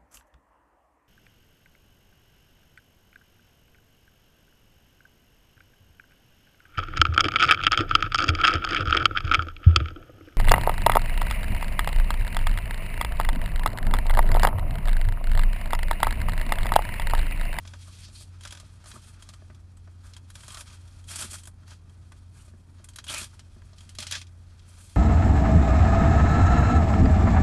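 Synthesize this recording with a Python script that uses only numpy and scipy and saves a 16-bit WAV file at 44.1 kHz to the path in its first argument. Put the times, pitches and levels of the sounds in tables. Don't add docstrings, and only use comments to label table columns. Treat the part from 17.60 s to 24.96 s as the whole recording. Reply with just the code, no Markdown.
import sys
import numpy as np
from scipy import signal
from scipy.fft import rfft, irfft
from scipy.io import wavfile

SR = 44100
rng = np.random.default_rng(int(sys.argv[2]) if len(sys.argv) > 2 else 0)


def digitize_waveform(pressure):
    field = np.atleast_2d(pressure).T
    bounded = np.clip(field, -1, 1)
    quanta = np.round(bounded * 32767).astype(np.int16)
    wavfile.write(sys.argv[1], SR, quanta)


N = 324576

PART_HZ = [1300, 3860, 9100]


def from_db(db):
    return 10 ** (np.asarray(db) / 20)


def rms_one(x):
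    return x / np.sqrt(np.mean(x ** 2) + 1e-20)


def in_time(rows):
    s, *columns = np.transpose(rows)
    return [np.interp(np.arange(N) / SR, s, c) for c in columns]


def spectrum_gain(spectrum, size):
    hz, db = np.transpose(spectrum)
    log_hz = np.log(np.maximum(np.fft.rfftfreq(size, 1 / SR), 1))
    return log_hz, from_db(np.interp(log_hz, np.log(hz), db))


def coloured(spectrum, size, part=None):
    log_hz, gain = spectrum_gain(spectrum, size)
    if part is not None:
        gain = gain * np.interp(log_hz, np.log(PART_HZ), np.arange(3) == part)
    return rms_one(irfft(rfft(rng.standard_normal(size)) * gain, size))


def drift(rate_hz):
    step = 40
    r = np.exp(-2 * np.pi * rate_hz * step / SR)
    noise = rng.standard_normal(N // step + 2002)
    slow = signal.lfilter([1], [1, -2 * r, r * r], noise)[2000:]
    return np.interp(np.arange(N) / step, np.arange(len(slow)), rms_one(slow))


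def resonance(x, hz, width_hz):
    r = np.exp(-np.pi * width_hz / SR)
    edge = (1 - r * r) / 2
    return signal.lfilter([edge, 0, -edge], [1, -2 * r * np.cos(2 * np.pi * hz / SR), r * r], x)


def background():
    # time in seconds, hum pitch in Hz, middle level in dB rms.
    hum_curve = [(0.0, 90, -45.5), (0.33, 89.14, -51), (3.54, 88.36, -47), (7.36, 88.27, -50)]
    # frequency in Hz, relative spectral level in dB.
    cabin_spectrum = [(15, 4), (25, 0.5), (70, -0.5), (96, -6.5), (115, -2), (141, -10.5), (237, -16),
                      (488, -30), (631, -29.5), (756, -31), (1200, -32.5), (1920, -39), (5390, -60),
                      (9510, -54), (12000, -52), (15600, -83), (22000, -120)]
    cabin_db = -50
    hz, level_db = in_time(hum_curve)
    phase = 2 * np.pi * np.cumsum(hz + 0.37 * drift(1.65)) / SR
    hum = np.sqrt(2) * np.sin(phase) * from_db(level_db + 2.0 * drift(1.45))
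    cabin = from_db(cabin_db + 0.22 * drift(11.0)) * coloured(cabin_spectrum, N)
    return hum + cabin


def thuds():
    # start in seconds, strength in dB, extra strength of the upper modes in dB.
    blow_rows = [(0.051, -60, 10.5), (0.079, -68, 23), (0.28, -61.5, 16), (0.487, -59, 12),
                 (0.608, -54.5, 3), (1.03, -61.5, 17), (1.34, -45.5, -6), (1.361, -47.5, 7.5),
                 (1.82, -48.5, 3.5), (1.9, -52, 8), (2.277, -62, 16), (3.644, -37.5, -19), (3.718, -52, -1),
                 (3.873, -56.5, 10), (4.879, -57, 8.5), (4.936, -48, -5), (5.197, -55, 6), (5.614, -45, 5),
                 (5.963, -48.5, -1), (6.129, -58, 9), (6.386, -45.5, 9)]
    # pitch in Hz, relative level in dB, 60 dB decay in seconds, share of the upper boost (0 to 1).
    padding = [(160, -4, 0.078, 0.027), (218.4, 2.5, 0.083, 0.22), (347, 2, 0.041, 0.17),
               (624, -3, 0.039, 0.91), (1213, -1, 0.017, 1), (1710, -3.5, 0.024, 0.22)]
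    s, strength_db, upper_db = np.transpose(blow_rows)
    at = np.round(s * SR).astype(int)
    out, t = np.zeros(N), np.arange(SR // 8) / SR
    scatter_db = rng.normal(0, 1.0, (len(s), len(padding)))
    for k, (hz, level_db, t60, upper) in enumerate(padding):
        blows = np.zeros(N)
        blows[at] = from_db(strength_db + level_db + upper * upper_db + scatter_db[:, k])
        soft_onset = 1 - np.exp(-t / 0.0017)
        ring = np.sin(2 * np.pi * hz * t) * from_db(-60 * t / t60) * soft_onset
        out += signal.oaconvolve(blows, ring)[:N]
    return out


def scrapes():
    # middle in seconds, bell half length (sigma) in seconds, level at the middle in dB rms, ring in Hz.
    scrape_rows = [(0.284, 0.014, -58.5, 1200), (0.456, 0.019, -52.5, 4700), (.56, 0.011, -54.5, 4180),
                   (0.607, 0.024, -53, 4400), (0.86, 0.0082, -51, 1400), (1.36, 0.017, -52.5, 1140),
                   (2.952, 0.038, -53.5, 1200), (3.113, 0.021, -78, 1300), (3.64, 0.012, -50, 1360),
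                   (3.755, 0.0054, -48, 1400), (4.805, 0.013, -66, 2960), (5.497, 0.012, -35.5, 3120),
                   (5.563, 0.029, -39, 2450), (6.543, 0.017, -40.5, 1600)]
    out, t = np.zeros(N), np.arange(N) / SR
    grit = rng.standard_normal(N) * from_db(1.4 * drift(58))
    for s, half, level_db, hz in scrape_rows:
        near = slice(max(round((s - .2) * SR), 0), round((s + .2) * SR))
        width_hz = 0.34 * hz
        ring = rms_one(resonance(resonance(grit[near], hz, width_hz), hz, width_hz))
        swell = np.exp(-.5 * ((t[near] - s) / half) ** 2)
        out[near] += from_db(level_db) * ring * swell
    return out


def snap_sound():
    # frequency in Hz, relative level in dB.
    flat = [(200, 0), (20000, 0)]
    snap_t60_s, tail_t60_s, tail_db = 0.016, 0.071, 0.5
    spot_ring_db, spot_width = 0.5, 0.07
    t = np.arange(SR // 6) / SR
    tail = from_db(tail_db - 60 * t / tail_t60_s) * (1 - np.exp(-t / 0.0013))
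    fall = from_db(-60 * t / snap_t60_s) + tail
    rings_hz = np.array(PART_HZ) * 2 ** rng.uniform(-0.66, 0.34, 3)
    parts = []
    for k, hz in enumerate(rings_hz):
        crack = coloured(flat, size=len(t), part=k) * fall
        crack = crack + from_db(spot_ring_db) * resonance(crack, hz, spot_width * hz)
        parts.append(crack / np.sqrt(np.sum(crack ** 2)))
    return parts


def released(clicks, dull_db, bright_db, count=8):
    out, spot = np.zeros(N), rng.integers(0, count, N)
    part_clicks = [clicks * from_db(db) for db in (dull_db, 0, bright_db)]
    for k in range(count):
        for part, driven in zip(snap_sound(), part_clicks):
            out += signal.oaconvolve(driven * (spot == k), part)[:N]
    return out


def contact():
    # time in seconds, level in dB.
    touch = [(0, -61), (.7, -63.5), (1.2, -63.5), (1.7, -61.5), (2.0, -71.5), (2.4, -69), (2.6, -68),
             (3.3, -62), (3.95, -73), (4.45, -68.5), (5.05, -71), (5.75, -63.5), (6.0, -69), (6.25, -62.5),
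             (6.4, -70), (6.8, -67.5), (7.05, -66.5)]
    touch_dull_db, touch_bright_db = -2.5, -2.5
    # start in seconds, length in seconds, final level in dB,
    # growth along the stroke in dB, dull part in dB, bright part in dB.
    strokes = [(0.14, 0.34, -51, 8, -11.5, -2.5), (0.532, 0.09, -54, 3.5, -9.5, 7),
               (0.824, 0.22, -61, -5.5, -4, -4), (1.27, 0.23, -60.5, -6, -3.5, 5.5),
               (2.436, .15, -69, -8, 2, 0), (2.754, .25, -48, 9, -5, 3), (3.069, 0.063, -54, -1, -4, -0.5),
               (3.493, 0.15, -38, 7, -3.5, 4), (3.708, 0.087, -52.5, -9.5, -6.5, 6),
               (4.063, 0.057, -51, 13.5, -1.5, -1.5), (4.764, 0.13, -67.5, -6.5, 1, 3.5),
               (5.181, 0.033, -63, -2, 0.5, -4), (5.382, 0.0069, -61, 3, 6, -12),
               (5.497, 0.12, -37, 0, -4.5, 0.2), (6.416, 0.041, -52, -12, -7.5, -4),
               (6.471, 0.079, -29.5, 17, -12, -9), (7.075, 0.32, -57.5, 4.5, -4, 2.8)]
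    grip_db_per_s, let_go_db_per_s = 605, 456
    t = np.arange(N) / SR
    power = from_db(2 * in_time(touch)[0])
    dull, bright = power * touch_dull_db, power * touch_bright_db
    for s, length, final_db, growth_db, dull_db, bright_db in strokes:
        level_db = final_db - growth_db * (1 - np.clip((t - s) / length, 0, 1))
        level_db -= grip_db_per_s * np.maximum(s - t, 0)
        level_db -= let_go_db_per_s * np.maximum(t - s - length, 0)
        stroke = from_db(2 * level_db)
        power = power + stroke
        dull, bright = dull + stroke * dull_db, bright + stroke * bright_db
    return 10 * np.log10(power), dull / power, bright / power


def handling():
    slide_db, tear_db = -63.5, -27.5
    part_scatter_db = 2
    contact_db, dull_db, bright_db = contact()
    tearing = np.clip((contact_db - slide_db) / (tear_db - slide_db), .12, .9)
    snaps_per_s = 300 * from_db(3 * drift(25))
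    born = rng.random(N) < snaps_per_s / SR
    sizes = from_db(4.9 * np.minimum(rng.exponential(1, N), 3)) * rng.choice([-1, 1], N)
    slips = rng.standard_normal(N) * from_db(2.33 * drift(32))
    mix = np.sqrt(1 - tearing) * rms_one(slips) + np.sqrt(tearing) * rms_one(born * sizes)
    dull_db = dull_db + part_scatter_db * drift(15)
    bright_db = bright_db + part_scatter_db * drift(15)
    return released(mix * from_db(contact_db), dull_db, bright_db)


def snaps():
    # start in seconds, strength in dB, dull part in dB, bright part in dB.
    snap_rows = [(0.0509, -24.5, 1.5, -20), (0.0746, -17.5, -16, -11), (0.1356, -21, 3, -11),
                 (0.8087, -23.5, -4, -1), (0.835, -19, -19, -3), (0.851, -13, -3, -5.5),
                 (0.874, -16.5, -15, -4), (0.9074, -16, -11, -2), (0.9234, -14, -4.5, -2.5),
                 (0.9495, -21.5, -1, -4), (0.972, -20.5, -5, -8), (0.9991, -21, -5, 0.5),
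                 (1.2411, -31.5, 5, 2), (1.258, -23.5, 1.5, -3), (1.3151, -19, -8, -13),
                 (1.486, -33.5, -14, 4), (1.6237, -21.5, -5, 1), (1.6893, -19, -5, -1),
                 (1.7359, -24, -2, -2.5), (1.8996, -40, 15, -21), (1.9465, -31.5, -9, -5),
                 (2.1693, -37.5, 0, 6.5), (2.2741, -41.5, 12.5, -21), (2.5354, -21, -31, -8),
                 (2.5653, -19.5, -6, -2.5), (2.7018, -25, -4, 2.5), (2.7536, -17, -6.5, -2),
                 (2.8052, -24, -9, -2), (2.835, -24, 0, 0), (2.8804, -20, 0, 5.5), (2.9045, -16.5, -7, -4),
                 (2.9196, -23, -17, 7), (2.9449, -14.5, -8, -1), (2.971, -15.5, -1.5, -4),
                 (3.0079, -14.5, -5, 0.5), (3.0774, -26, -6, -5), (3.2766, -33.5, -19, 0),
                 (3.4406, -32, -7, 3), (3.488, -19.5, -30, -5), (3.5108, -20, -6, -1),
                 (3.5576, -14, -30, 9), (3.6216, -10, -6.5, 1), (3.7401, -23, 2, 10),
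                 (3.7848, -25, -24, -16), (3.8342, -27, -8, 7), (3.8542, -25, -6, 6),
                 (3.8725, -23.5, 1.5, 9.5), (4.032, -39.5, 6, -19), (4.0781, -31, -0.5, -1),
                 (4.1066, -24.5, -14, -7), (4.2956, -35, -9, -2), (4.519, -29, 5.5, -1),
                 (5.242, -27.5, -3, 9.5), (5.2873, -24, -4.5, 6), (5.3343, -31, -16, -1),
                 (5.3592, -17, -14, 3.5), (5.3857, -12, -5.5, -7.5), (5.4412, -19, -7, 2.5),
                 (5.4666, -19, -4, -7), (5.4805, -24, -4, 10), (5.4957, -13.5, -7, -3),
                 (5.5242, -17, -5, 2), (5.6136, -16, -30, -14), (5.642, -15.5, -21, 1),
                 (5.7935, -21.5, -7, -5.5), (6.0194, -38, 8.5, -4), (6.1318, -30.5, -2, -21),
                 (6.1824, -24.5, -27, -10), (6.2069, -23.5, -11, -3), (6.292, -21, -33, -2),
                 (6.3507, -22.5, -18, -1.5), (6.3858, -5, -15, -5.5), (6.402, -9.5, -23, -1.5),
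                 (6.4257, -8.5, -11.5, -5), (6.468, -8, -17, -7), (6.5111, -5, -13.5, -2.5),
                 (6.5222, 0, -17, -11), (6.548, -10, -34, -17), (6.614, -13.5, -11.5, -8),
                 (6.6682, -28.5, -22, -10), (6.993, -29.5, -22, -11)]
    s, strength_db, dull, bright = np.transpose(snap_rows)
    at = np.round(s * SR).astype(int)
    clicks, dull_db, bright_db = np.zeros((3, N))
    clicks[at], dull_db[at], bright_db[at] = from_db(strength_db), dull, bright
    return released(clicks, dull_db, bright_db)


def strap_body(x, size=4096):
    # frequency in Hz, gain in dB.
    strap_colour = [(290, -6), (500, -18), (594, -3), (775, -9), (1570, -0.5), (1990, -4), (2570, -4),
                    (2930, -8), (3220, -2.5), (3530, -8.5), (4030, -5.5), (7530, -0.5), (9570, -2),
                    (11200, -6.5), (12000, -10), (15600, -88), (22000, -120)]
    # pitch in Hz, width in Hz, relative level in dB.
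    backing = [(1200, 61, -5), (1600, 28, -25), (2495, 27, -23), (2760, 28, -15), (3470, 29, -5),
               (4015, 20, -16)]
    _, gain = spectrum_gain(strap_colour, size)
    cepstrum = irfft(np.log(gain), size)
    cepstrum[1:size // 2] *= 2
    body = irfft(np.exp(rfft(cepstrum[:size // 2], size)), size)
    rings = sum(from_db(level_db) * resonance(x, hz, width) for hz, width, level_db in backing)
    return from_db(1.5) * signal.oaconvolve(x + rings, body)[:N]


def scene():
    strap = strap_body(handling() + snaps())
    return (background() + thuds() + scrapes() + strap)[None]


def record(dry):
    mic_low_hz, cutoff_hz = 30.3, 12700
    low_cut = signal.butter(8, mic_low_hz, "high", fs=SR, output="sos")
    top_cut = signal.cheby2(20, 70, cutoff_hz, fs=SR, output="sos")
    return signal.sosfilt(top_cut, signal.sosfilt(low_cut, dry))


dry = scene()
out = record(dry)
digitize_waveform(out)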